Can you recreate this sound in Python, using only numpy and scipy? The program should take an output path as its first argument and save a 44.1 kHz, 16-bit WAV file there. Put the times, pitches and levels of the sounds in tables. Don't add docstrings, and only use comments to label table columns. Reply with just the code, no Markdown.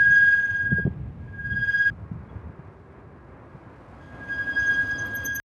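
import sys
import numpy as np
from scipy.fft import rfft, irfft, next_fast_len
from scipy.io import wavfile
from scipy.ndimage import map_coordinates

SR = 44100
rng = np.random.default_rng(int(sys.argv[2]) if len(sys.argv) > 2 else 0)


def file_out(sig):
    cols = np.atleast_2d(sig).T
    lim = np.clip(cols, -1, 1)
    pcm = np.round(lim * 32767).astype(np.int16)
    wavfile.write(sys.argv[1], SR, pcm)


N = 242991
CUT_S, STOP_S = 1.902, 5.4
SQUEAL_HZ, LOW_HZ, HIGH_HZ = 1641.5, 6274, 12415
TOP_HZ = 15500

# throb_peak_s, throb_rate_hz, slowing_hz_per_s
DISC_SPIN = [(0.017, 18.83, 1.105), (4.141, 12.02, 4.32)]
# time_s, squeal_peak_db, throb_depth_db, pressure_db, overtone_bite_db
BRAKE_PULLS = [
    [(0, -12, 4.5, -1, -3.5), (.15, -11, 3, 0, -1), (.33, -12, 5.5, -0.5, -3), (.49, -22, 7, -6, -16.5),
     (.61, -19, 4.5, -7.5, -7.5), (.69, -20, 8.5, -14, -18), (.79, -19, 3, -17, -11),
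     (.84, -30, 2.5, -19.5, -18), (.89, -50.5, 9.5, -30, -37)],
    [(1.26, -56, 8, -29, -43), (1.39, -30, 10, -19, -30.5), (1.47, -25.5, 9, -15.5, -14),
     (1.6, -19.5, 9.5, -10, -4.5), (1.72, -15.5, 15, -1.5, -2), (1.79, -15, 6, -5, 3.5),
     (1.9, -12.5, 10, 2, -1.5)],
    [(4.05, -57, -1.5, -12, -45), (4.25, -33.5, 11.5, -10.5, -28.5), (4.33, -21.5, 6, -3.5, -4),
     (4.51, -21.5, 17.5, -3, -7.5), (4.56, -13.5, 27, -2.5, 1.5), (4.62, -21, -1, 1, -1),
     (4.7, -14.5, 6, 1, -6.5), (4.8, -17.5, 9.5, -1, -6.5), (4.95, -23.5, 6.5, -4, 0.5),
     (5.12, -26.5, 6, -2, -9), (5.39, -23, 5.5, 3.5, -5)],
]
# harmonic, level_db, growth_db_per_bite_db, roughness, flare_share
SQUEAL_OVERTONES = [(2, -49.5, 0.97, 0.6, 1.0), (3, -55.5, 1.28, .52, 0.6)]
# peak_s, boost_db
OVERTONE_FLARES = [(.265, 4.5), (4.742, 17), (5.28, 7.5)]
# pitch_hz, width_hz, relative_db
ROTOR_MODES = [(1580, 8.3, 1.5), (2027, 120, 0.5), (2532, 43, 5.5), (2780, 79, -11.5), (3286, 120, 0.5),
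               (4807, 220, -12), (6400, 290, -14), (6580, 40, -9.5), (8190, 130, -18), (9600, 60, -19.5),
               (12550, 300, -29)]
# frequency_hz, relative_db
SCRAPE_SPECTRUM = [(900, -15.5), (1700, 21), (2300, 16), (2800, 18), (3400, 20.5), (3950, 2), (4700, 12),
                   (5200, 8.5), (5800, -2), (6500, 11.5), (7400, -8), (9800, -1), (10500, -22),
                   (15000, -32.5)]
# pitch_hz, level_db, growth_db_per_pressure_db
SPUTTER_MODES = [(LOW_HZ, -67.5, 2.1), (12540, -83, 2.1)]
# time_s, level_db
WIND_BED = [(0, -42.5), (.45, -43), (.85, -35), (1.3, -39.5), (1.8, -43.5), (2.5, -47.5), (3.3, -50),
            (3.8, -49), (4.8, -42), (5.4, -47)]
# peak_s, peak_db, width_at_half_height_s
WIND_GUSTS = [(.1, -34.5, 0.055), (.71, -29.5, 0.067), (1.061, -33.5, 0.1), (1.54, -34.5, 0.2),
              (1.91, -35.5, 0.0507), (2.04, -37.5, 0.068), (2.151, -32, 0.045), (2.241, -37, 0.053),
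              (2.35, -34.5, 0.056), (2.46, -41.5, 0.11)]
# frequency_hz, relative_db
RUMBLE_SPECTRUM = [(20, -57), (33, -33.5), (52, -7), (80, 1.5), (108, 0.5), (160, -5), (220, -12),
                   (400, -27), (800, -46), (2000, -81.5)]
# time_s, relative_db
RUSH_LEVELS = [(0.0, -55), (0.54, -54), (0.96, -56.5), (1.39, -56.5), (2.33, -54), (3.01, -56), (4.16, -51),
               (4.78, -46.5), (5.23, -48), (5.26, -47.5), (5.3, -54.5)]
# time_s, pitch_hz, relative_db
TREAD_HUM = [(0, 439.6, -65), (1.9, 428.8, -62.5), (2.4, 400, -57.5), (3.1, 380.6, -55), (4.0, 305, -60),
             (4.45, 281, -44), (5.4, 255, -48)]
# frequency_hz, relative_db
SMOOTH_SPECTRUM = [(35, -40.5), (60, -2), (120, 8.5), (280, 3.5), (400, 3), (650, -0.5), (1000, -2),
                   (1500, -9.5), (2400, -13), (3300, -25.5), (3900, -32), (8000, -69)]
# frequency_hz, relative_db
COARSE_SPECTRUM = [(35, -48), (56, 8.5), (120, -1), (250, 4.5), (400, -1.5), (520, 1), (660, -1),
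                   (840, -3.5), (1060, -2), (1350, -6.5), (1800, -11.5), (2400, -17.5), (3200, -32.5),
                   (8000, -72.5)]
# frequency_hz, relative_db
TYRE_HISS_SPECTRUM = [(1500, -27), (2900, 2.5), (4000, 0.5), (6000, -6), (9000, -11), (11000, -13.5),
                      (14000, -28.5), (16000, -49)]
# peak_s, peak_db, pitch_hz
ROTOR_CHIRPS = [(0.115, -47, LOW_HZ), (0.151, -48, LOW_HZ), (0.185, -51.5, LOW_HZ), (0.419, -56, LOW_HZ),
                (0.455, -53, LOW_HZ), (0.51, -57, LOW_HZ), (0.57, -55, LOW_HZ), (0.63, -63, LOW_HZ),
                (1.79, -54, LOW_HZ), (1.875, -60, LOW_HZ), (2.299, -66, 3340), (4.605, -45, LOW_HZ),
                (4.675, -40, LOW_HZ), (4.72, -61, HIGH_HZ), (4.745, -47.5, LOW_HZ), (4.885, -64, HIGH_HZ),
                (4.915, -49.5, LOW_HZ), (4.993, -36.5, LOW_HZ), (5.02, -45.5, LOW_HZ),
                (5.066, -51, HIGH_HZ), (5.157, -34.5, HIGH_HZ), (5.172, -41, LOW_HZ),
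                (5.256, -31.5, HIGH_HZ), (5.263, -28, LOW_HZ), (5.358, -31, HIGH_HZ), (5.366, -31, LOW_HZ)]
# start_s, level_db, knock_relative_db
WIND_THUMPS = [(0.702, -28.5, -39.5), (0.717, -12.5, -25), (0.726, -8.5, -39), (0.784, -22, -10.5),
               (0.796, -19.5, -15.5), (0.852, -6.5, -29.5), (0.865, -21, -6.5), (0.875, -10.5, -19.5),
               (2.114, -18.5, -39), (2.592, -25, -20), (3.548, -28, -23)]
# frequency_hz, relative_db
PUFF_SPECTRUM = [(150, -27), (300, 9), (520, -6), (750, -10), (1200, -39.5), (3000, -71.5)]


def amp(db):
    return 10 ** (np.asarray(db) / 20)


def unit(x):
    return x / np.sqrt(np.mean(x ** 2) + 1e-20)


def clock():
    return np.arange(N) / SR


def curves(rows):
    times, *columns = np.transpose(rows)
    return [np.interp(clock(), times, column) for column in columns]


def wobble(rate):
    return map_coordinates(rng.standard_normal(int(N * rate / SR) + 4), [clock() * rate])


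def filtered(x, response):
    size = next_fast_len(N + SR // 2)
    return irfft(rfft(x, size) * response(np.fft.rfftfreq(size, 1 / SR)), size)[:N]


def noise(spectrum):
    points_hz, db = np.transpose(spectrum)
    colour = lambda hz: amp(np.interp(np.log(hz + 1), np.log(points_hz), db))
    return unit(filtered(rng.standard_normal(N), colour))


def fuzzy_tone(pitch_hz, rough, rate):
    grain = 1 + rough * (wobble(rate) + 1j * wobble(rate))
    return unit(np.real(grain * np.exp(2j * np.pi * np.cumsum(pitch_hz * np.ones(N)) / SR)))


def disc_throb():
    t = clock()
    peak_s, rate_hz, slowing = np.array(DISC_SPIN)[(t > CUT_S).astype(int)].T
    throbs = rate_hz * (t - peak_s) - slowing * (t - peak_s) ** 2 / 2
    speed = rate_hz - slowing * (t - peak_s)
    return np.cos(np.pi * throbs) ** 2, speed / speed[0]


def brake_pulls(grip, fade_s=0.032):
    t, controls = clock(), np.zeros((3, N))
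    for pull in BRAKE_PULLS:
        squeal_db, depth_db, pressure_db, bite_db = curves(pull)
        outside_s = np.maximum(pull[0][0] - t, t - pull[-1][0])
        closed = np.clip(2 - outside_s / fade_s, 0, 1)
        swell = np.sqrt(grip ** 2 + amp(-depth_db) ** 2 * (1 - grip ** 2))
        controls += closed * np.array([amp(squeal_db) * swell, amp(pressure_db), amp(bite_db)])
    return controls


def squeal(level, bite, grip, speed, sag_hz=8, slack_hz=9, flicker_db=2.73, flare_s=0.027):
    sag = sag_hz * speed * (1 - grip) + slack_hz * (1 - np.sqrt(bite))
    pitch_hz = SQUEAL_HZ - sag + 2.2 * wobble(16) + 1.4 * wobble(180)
    flutter = amp(0.52 * wobble(15) + 0.6 * wobble(170))
    tone = level * flutter * np.sin(2 * np.pi * np.cumsum(pitch_hz) / SR)
    flare_db = sum(db * np.exp(-.5 * ((clock() - s) / flare_s) ** 2) for s, db in OVERTONE_FLARES)
    for harmonic, db, growth, rough, share in SQUEAL_OVERTONES:
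        gain = amp(db + share * flare_db + flicker_db * wobble(45)) * bite ** growth
        tone += gain * fuzzy_tone(harmonic * pitch_hz, rough, rate=130)
    return tone


def pad_scrape(rub, grip, ring_db=-55.5, hiss_db=-54, grit_db=2.6):
    def resonances(f):
        return sum(amp(db) * (1j * f * width / (hz * hz - f * f + 1j * f * width)) ** 2
                   for hz, width, db in ROTOR_MODES)
    friction = rng.standard_normal(N) * amp(4.2 * wobble(60))
    ring = unit(filtered(friction, resonances))
    hiss = noise(SCRAPE_SPECTRUM) * amp(grit_db * wobble(150))
    pulse = amp(0.25 + 0.5 * grip)
    return rub * (amp(hiss_db) * hiss + amp(ring_db) * ring) * pulse


def rotor_sputter(pressure, fitful_db=5.5):
    out = np.zeros(N)
    for hz, db, growth in SPUTTER_MODES:
        fits = amp(db + fitful_db * wobble(45)) * pressure ** growth
        pitch_hz = hz + 35 * hz / LOW_HZ * wobble(120)
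        out += fits * fuzzy_tone(pitch_hz, rough=1.0, rate=200)
    return out


def pad_drag(pressure, pitch_hz=1638, open_db=-69, pressed_db=-55):
    return (amp(open_db) + amp(pressed_db) * pressure) * fuzzy_tone(pitch_hz, rough=2.9, rate=45)


def wind(lump_db=2.5, fully_lumpy_db=-42):
    bed = amp(curves(WIND_BED)[0])
    gusts = sum(amp(db) * 2 ** -((2 * (clock() - s) / width) ** 2) for s, db, width in WIND_GUSTS)
    strength = np.minimum(bed / amp(fully_lumpy_db), 1)
    lumps = amp(lump_db * np.sqrt(strength) * wobble(28))
    return np.hypot(bed, gusts) * lumps * noise(RUMBLE_SPECTRUM)


def tyres(rush_trim_db=4.5, hum_trim_db=-1, hiss_db=-80, quiet_db=-54.5, hiss_growth=2.57):
    level_db, = curves(RUSH_LEVELS)
    tread_hz, tread_db = curves(TREAD_HUM)
    surface = np.where(clock() < CUT_S, noise(SMOOTH_SPECTRUM), noise(COARSE_SPECTRUM))
    rush = amp(level_db + rush_trim_db + 0.98 * wobble(14)) * surface
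    hum = amp(tread_db + hum_trim_db) * fuzzy_tone(tread_hz, rough=4.3, rate=83)
    lift_db = hiss_growth * np.maximum(level_db - quiet_db, 0)
    hiss = amp(hiss_db + lift_db + 1.05 * wobble(130)) * noise(TYRE_HISS_SPECTRUM)
    return rush + hum + hiss


def rotor_chirps(rise_s=0.0069, reach_s=0.23, ring_db=-11, shake_hz=1636):
    t, out = clock(), np.zeros(N)
    waver = 38 * wobble(250)
    for peak_s, db, hz in ROTOR_CHIRPS:
        near = slice(*np.searchsorted(t, [peak_s - reach_s, peak_s + reach_s]))
        age = t[near] - peak_s
        height = hz / LOW_HZ
        catch = np.exp(-.5 * (age / rise_s) ** 2)
        tail = amp(ring_db - 60 * np.abs(age) / reach_s * height) * np.clip(1 + age / rise_s, 0, 1)
        shake = 1 + amp(-27) * (hz / TOP_HZ) ** 2 * np.sin(2 * np.pi * shake_hz * age)
        tone = np.sin(2 * np.pi * np.cumsum(hz + waver[near] * height) / SR)
        out[near] += amp(db) * np.maximum(catch, tail) * shake * tone
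    return out


def wind_thumps(body_hz=155, knock_hz=390, body_t60_s=0.051, knock_t60_s=0.025, attack_s=0.0013):
    out, t = np.zeros(N + SR), np.arange(SR // 8) / SR
    air = noise(PUFF_SPECTRUM)
    onset = 1 - np.exp(-t / attack_s)
    for start_s, db, knock_db in WIND_THUMPS:
        start = round(start_s * SR)
        span = slice(start, start + len(t))
        low_hz, upper_hz = np.array([body_hz, knock_hz]) * amp(0.85 * rng.standard_normal(2))
        body = amp(-0.5 - 60 * t / body_t60_s) * np.sin(2 * np.pi * low_hz * t)
        knock = amp(11) * np.sin(2 * np.pi * upper_hz * t) + amp(5) * air[span]
        knock *= amp(knock_db - 60 * t / knock_t60_s)
        out[span] += amp(db) * (body + knock) * onset
    return out[:N]


def scene():
    grip, speed = disc_throb()
    gate = np.interp(clock() - CUT_S, [-.003, 0, .2, .25], [1, 0, 0, 1])
    level, pressure, bite = brake_pulls(grip) * gate
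    brake = squeal(level, bite, grip, speed) + pad_scrape(pressure * speed, grip)
    brake += rotor_sputter(pressure) + gate * rotor_chirps() + pad_drag(pressure)
    return (brake + wind() + wind_thumps() + tyres())[None]


def record(dry, low_cut_hz=46):
    band = lambda hz: (hz < TOP_HZ) * hz ** 4 / np.hypot(hz ** 4, low_cut_hz ** 4)
    return filtered(dry[0] * (clock() < STOP_S), band)[None]


dry = scene()
out = record(dry)
file_out(out)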